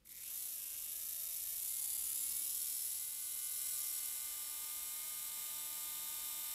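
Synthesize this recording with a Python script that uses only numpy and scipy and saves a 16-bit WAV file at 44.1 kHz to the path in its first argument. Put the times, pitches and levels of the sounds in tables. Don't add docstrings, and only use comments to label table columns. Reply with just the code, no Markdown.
import sys
import numpy as np
from scipy import signal
from scipy.fft import rfft, irfft
from scipy.io import wavfile
from scipy.ndimage import uniform_filter1d, map_coordinates

SR = 44100
rng = np.random.default_rng(int(sys.argv[2]) if len(sys.argv) > 2 else 0)


def to_wav(s):
    ch = np.atleast_2d(s).T
    pcm = np.round(np.clip(ch, -1, 1) * 32767)
    wavfile.write(sys.argv[1], SR, pcm.astype(np.int16))


N = 288414

# (frequency [Hz], relative level per Hz [dB])
ROOM_RUMBLE = [(15, -59), (25, -1.5), (59, 1), (86, -6.5), (113, -4.5), (195, -10), (227, -7), (271, -23),
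               (307, -7), (348, -6.5), (420, -28.5), (500, -8), (650, -31), (1100, -120)]
# (time of top [s], half length to 1/e [s], centre [Hz], width [Hz], level at top [dB])
RUMBLE_SWELLS = [(2.0, 1, 58.6, 39.8, -76), (2.317, 0.41, 260, 260, -75), (5.75, .8, 168, 281.2, -75.5)]
# (time [s], speed [turns/s])
PEDAL_SPEED = [(0.05, 50.0), (0.37, 243.4), (0.45, 249.8), (0.62, 193.4), (0.85, 201.0), (1.02, 214.9),
               (1.56, 223.9), (1.71, 266.8), (2.12, 264.0), (2.64, 296.4), (2.76, 290.0), (3.13, 298.2),
               (4.59, 299.4), (4.62, 302.0), (4.88, 302.7), (5.05, 306.2), (5.27, 302.1), (6.54, 302.1)]
# (time [s], pressure [0 free, 1 cutting, 2 leaning in], play in the gears [0-1])
HAND_FEED = [(0.45, 0, 0.65), (1.3, 0, 0.93), (2.2, 0.65, 1.0), (2.92, 0.52, 0.76), (3.14, 0.65, 0.39),
             (3.78, 1.13, 0.84), (4.45, 1.6, 0.28), (4.8, 1.74, 0.25), (5.12, 1.6, 0.27), (5.4, 1.83, 0.27),
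             (6.54, 2, 0.33)]
# (time [s], level at onset [dB])
SLACK_KNOCKS = [(.056, -56), (.072, -49), (0.092, -46.5), (0.119, -47), (0.126, -47)]
# (time [s], level at onset [dB])
PLATE_CATCHES = [(3.352, -67), (3.822, -79)]
# (frequency [Hz], width [Hz], relative level [dB])
JAW_MODES = [(327, 160, 2.5), (645, 620, 0), (1037, 490, 5.5), (1770, 1050, 4), (2600, 700, 1)]
# (frequency [Hz], width [Hz], relative level slow [dB], fast [dB], leaning in [dB])
HEAD_MODES = [(2950, 2000, -24, -29.5, -16), (3700, 160, -12, -28, -13), (4130, 2700, -17, -15, -12),
              (5700, 1420, -11, -15, -16.5), (7120, 1800, -10, -8, -8.5), (7940, 1500, -8.5, -6, -6),
              (9770, 880, -4.5, -4.5, -5.5), (10450, 230, -12, -7, -3), (10555, 1400, -3.5, 2, -2),
              (11200, 50, 1, -14, -26), (11860, 650, 1.5, -0.5, -2.5), (13180, 970, 0, -0.5, 1.5),
              (13200, 150, -26, -10, -12), (14460, 1700, -10, -9.5, -8)]
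# (rate [cycles/shaft turn], depth at full play [dB])
RATTLE_WOBBLES = [(3 / 22, 2.25), (1 / 4, 2.5), (3 / 11, 0.38), (5 / 12, 2.2), (1 / 2, 0.85),
                  (6 / 11, 1.26), (3 / 4, 2), (5 / 4, 3), (3 / 2, 2.5), (4, 1)]
# (frequency [Hz], width [Hz], power added relative to the line [dB])
CASING_MODES = [(2207, 170, 8), (2810, 150, 3.5), (3620, 150, 5), (4220, 250, -5), (4550, 280, 6.5),
                (5254, 53, 7)]
# (multiple of shaft rate, level free [dB], cutting [dB], leaning in [dB])
SHAFT_ORDERS = [(1, -97, -99, -83), (2, -90, -84, -81), (3, -79, -82, -67), (4, -86, -73, -65),
                (5, -83, -74, -74), (6, -80, -88, -79), (7, -87, -71, -73), (8, -77, -76, -73),
                (9, -81, -80, -86), (10, -81, -68, -67), (11, -78, -75, -75), (12, -76, -82, -67),
                (13, -77, -69, -68), (14, -76, -74, -79), (15, -76, -78, -78), (16, -78, -78, -82),
                (17, -74, -75, -73), (18, -76, -64, -65), (19, -84, -67, -67), (24, -87, -81, -69),
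                (25, -84, -69, -66), (26, -84, -65, -58), (26.75, -82, -81, -69), (27, -73, -61, -59),
                (28, -83, -68, -65), (33, -78, -70, -65), (36, -73, -61, -68), (44, -73, -75, -60)]
# (multiple of ball rate, level at pressure 2 [dB])
BEARING_LINES = [(2, -79), (3, -82), (5, -82), (7, -75), (8, -80), (9, -74)]

FULL_SPEED_HZ = 300


def undb(db):
    return 10 ** (np.asarray(db) / 20)


def unit(x):
    return x / np.sqrt(np.mean(x ** 2))


def curves(rows):
    s, *columns = np.transpose(rows)
    return [np.interp(np.arange(N) / SR, s, c) for c in columns]


def walk(rate):
    hold = max(int(SR / rate), 1)
    steps = np.repeat(rng.standard_normal(N // hold + 1), hold)[:N]
    return 1.367 * uniform_filter1d(steps, hold)


def shape(x, modes):
    f = np.arange(1, N // 2 + 2) * SR / N
    power = sum(undb(db) ** 2 / (1 + ((f * f - hz * hz) / (f * width)) ** 2) ** 2 for hz, width, db in modes)
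    return unit(irfft(rfft(x) * np.sqrt(power), N))


def room(hiss_db=-80, air_db=-83, air_hz=1800, air_width_hz=4000, rumble_db=-75.0):
    hz, db = np.transpose(ROOM_RUMBLE)
    f = np.arange(1, N // 2 + 2) * SR / N
    contour = undb(np.interp(np.log(f), np.log(hz), db))
    rumble = irfft(rfft(rng.standard_normal(N)) * contour, N)
    air = undb(air_db) * shape(rng.standard_normal(N), [(air_hz, air_width_hz, 0)])
    return unit(rumble) * undb(rumble_db) + air + undb(hiss_db) * rng.standard_normal(N)


def swells():
    t = np.arange(N) / SR
    return sum(undb(db) * np.exp(-((t - s) / half) ** 2) * shape(rng.standard_normal(N), [(hz, width, 0)])
               for s, half, hz, width, db in RUMBLE_SWELLS)


def shaft_speed(start_s=0.044, kick_s=0.014, inertia_s=0.08):
    pedal_hz, = curves(PEDAL_SPEED)
    smooth_hz = uniform_filter1d(pedal_hz, int(inertia_s * SR), mode="nearest")
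    running_s = np.maximum(np.arange(N) / SR - start_s, 0)
    return 1 + (smooth_hz - 1) * (1 - np.exp(-running_s / kick_s))


def first_knocks(knock_s=0.0021):
    t = np.arange(N) / SR
    force = sum(undb(db) * (t > s) * np.exp(-np.abs(t - s) / knock_s) for s, db in SLACK_KNOCKS)
    return force * shape(rng.standard_normal(N), [row[:3] for row in HEAD_MODES])


def start_chatter(hz, turns, rub_db=-52.5, rub_db_per_decade=21, lift_off_hz=207, lift_width_hz=12,
                  rest_hz=2150, climb_from_hz=143, climb=15, rub_s=0.0029, rub_turns=0.1,
                  grit_db=-6, grit_hz=2500, grit_width_hz=4200):
    dry = (1 - np.tanh((hz - lift_off_hz) / lift_width_hz)) / 2
    force = dry * undb(rub_db + rub_db_per_decade * np.log10(hz / lift_off_hz))
    from_rub_s = (turns % 1 - .45) / hz
    burst = np.exp(-(from_rub_s / np.minimum(rub_s, rub_turns / hz)) ** 2)
    pitch = rest_hz + climb * np.maximum(hz - climb_from_hz, 0)
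    rasp = np.sin(2 * np.pi * pitch * from_rub_s)
    grit = undb(grit_db) * shape(rng.standard_normal(N), [(grit_hz, grit_width_hz, 0)])
    return force * burst * (rasp + grit)


def cutting(hz, turns, pressure, graze_db=-75, graze_db_per_decade=17, bite_db=-73.5, bite_s=0.26,
            bite_db_per_pressure=1.94, chop=0.49, catch_s=0.021):
    t = np.arange(N) / SR
    graze = undb(graze_db + graze_db_per_decade * np.log10(hz / FULL_SPEED_HZ))
    bite_in = np.clip((t - PLATE_CATCHES[0][0]) / bite_s, 0, 1)
    bite = bite_in * undb(bite_db + bite_db_per_pressure * pressure)
    force = np.hypot(graze, bite) * (1 + chop * np.cos(np.pi * turns))
    force = force + sum(undb(db) * (t > s) * np.exp(-np.abs(t - s) / catch_s) for s, db in PLATE_CATCHES)
    return force * shape(rng.standard_normal(N), JAW_MODES)


def tooth_pattern(turns, size=1024):
    place = turns * size / 4
    pattern = irfft(np.exp(2j * np.pi * rng.random(size // 4)), size)
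    return unit(map_coordinates(pattern, [place % size], order=3, mode="grid-wrap"))


def motor_buzz(hz, turns, level_db, buzz_db=-27, centre_hz=3500, width_hz=3200, slow_slope_db=25):
    comb = shape(tooth_pattern(turns), [(centre_hz, width_hz, 0)])
    return comb * undb(level_db + buzz_db + slow_slope_db * np.log10(hz / hz.max()))


def rattle_level(hz, play, full_speed_db=-47, db_per_decade=22.5, play_db=7.5):
    return full_speed_db + db_per_decade * np.log10(hz / FULL_SPEED_HZ) + play_db * play


def rattle(hz, turns, pressure, play, level_db, clicks_per_turn=30, hiss_db=1, pattern_db=-2, flutter_db=0.9,
           stop_db=3.5, ring_hz=5550, ring_width_hz=360, ring_db=-18.5, ring_from_hz=277.4, ring_span_hz=20):
    clicks = (rng.random(N) < clicks_per_turn * hz / SR) * rng.standard_normal(N)
    rubbing = undb(hiss_db) * rng.standard_normal(N)
    contact = unit(clicks) + rubbing + undb(pattern_db) * tooth_pattern(turns)
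    bunch_db = sum(db * np.cos(2 * np.pi * (rate * turns + rng.random() + 0.011 * walk(6.6)))
                   for rate, db in RATTLE_WOBBLES)
    force = contact * undb(play * np.minimum(bunch_db + flutter_db * walk(90), stop_db))
    force = force / np.sqrt(uniform_filter1d(force ** 2, SR // 12) + 1e-18)
    slow, fast, pressed = (shape(force, [(f, width, dbs[k]) for f, width, *dbs in HEAD_MODES]) for k in range(3))
    speed = np.clip((hz - 234) / 31, 0, 1)
    leaning = np.clip((pressure - 1.0) / 1.05, 0, 1)
    free = slow + speed * (fast - slow)
    ring_gain = undb(ring_db) * play ** 2 * np.clip((hz - ring_from_hz) / ring_span_hz, 0, 1)
    ringing = ring_gain * shape(force, [(ring_hz, ring_width_hz, 0)])
    return (free + leaning * (pressed - free) + ringing) * undb(level_db)


def casing(hz):
    lift = sum(undb(db) ** 2 / (1 + (2 * (hz - f) / w) ** 2) for f, w, db in CASING_MODES)
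    return np.sqrt(1 + lift)


def whine(hz, turns, pressure, play, waver_db=1.5, waver_per_order_db=0.1128, slow_slope_db=3.9,
          balls_per_turn=1.0905):
    out = 0
    below_speed = np.minimum(np.log10(hz / 262), 0)
    for order, *states_db in SHAFT_ORDERS:
        waver = play * (waver_db + waver_per_order_db * order) * walk(14)
        db = np.interp(pressure, np.arange(3), states_db) + waver
        db = db + slow_slope_db * order * below_speed
        tone = np.sin(2 * np.pi * (order * turns + rng.random()))
        out = out + undb(db) * casing(order * hz) * tone
    for order, db in BEARING_LINES:
        loaded = undb(db + 2 * walk(11)) * (pressure / 2) ** 2
        out = out + loaded * np.sin(2 * np.pi * (order * balls_per_turn * turns + rng.random()))
    return np.sqrt(2) * out * np.clip((hz - 160) / 50, 0, 1)


def scene(speed_jitter=0.000522):
    pressure, play = curves(HAND_FEED)
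    hz = shaft_speed() * (1 + speed_jitter * play * walk(40))
    turns = np.cumsum(hz) / SR
    level_db = rattle_level(hz, play)
    background = room() + swells()
    contacts = first_knocks() + start_chatter(hz, turns) + cutting(hz, turns, pressure)
    gears = motor_buzz(hz, turns, level_db) + rattle(hz, turns, pressure, play, level_db)
    mono = background + contacts + gears + whine(hz, turns, pressure, play)
    return np.array([mono, mono])


def record(dry, top_hz=15600):
    return signal.sosfilt(signal.ellip(12, .1, 80, top_hz, fs=SR, output="sos"), dry)


dry = scene()
out = record(dry)
to_wav(out)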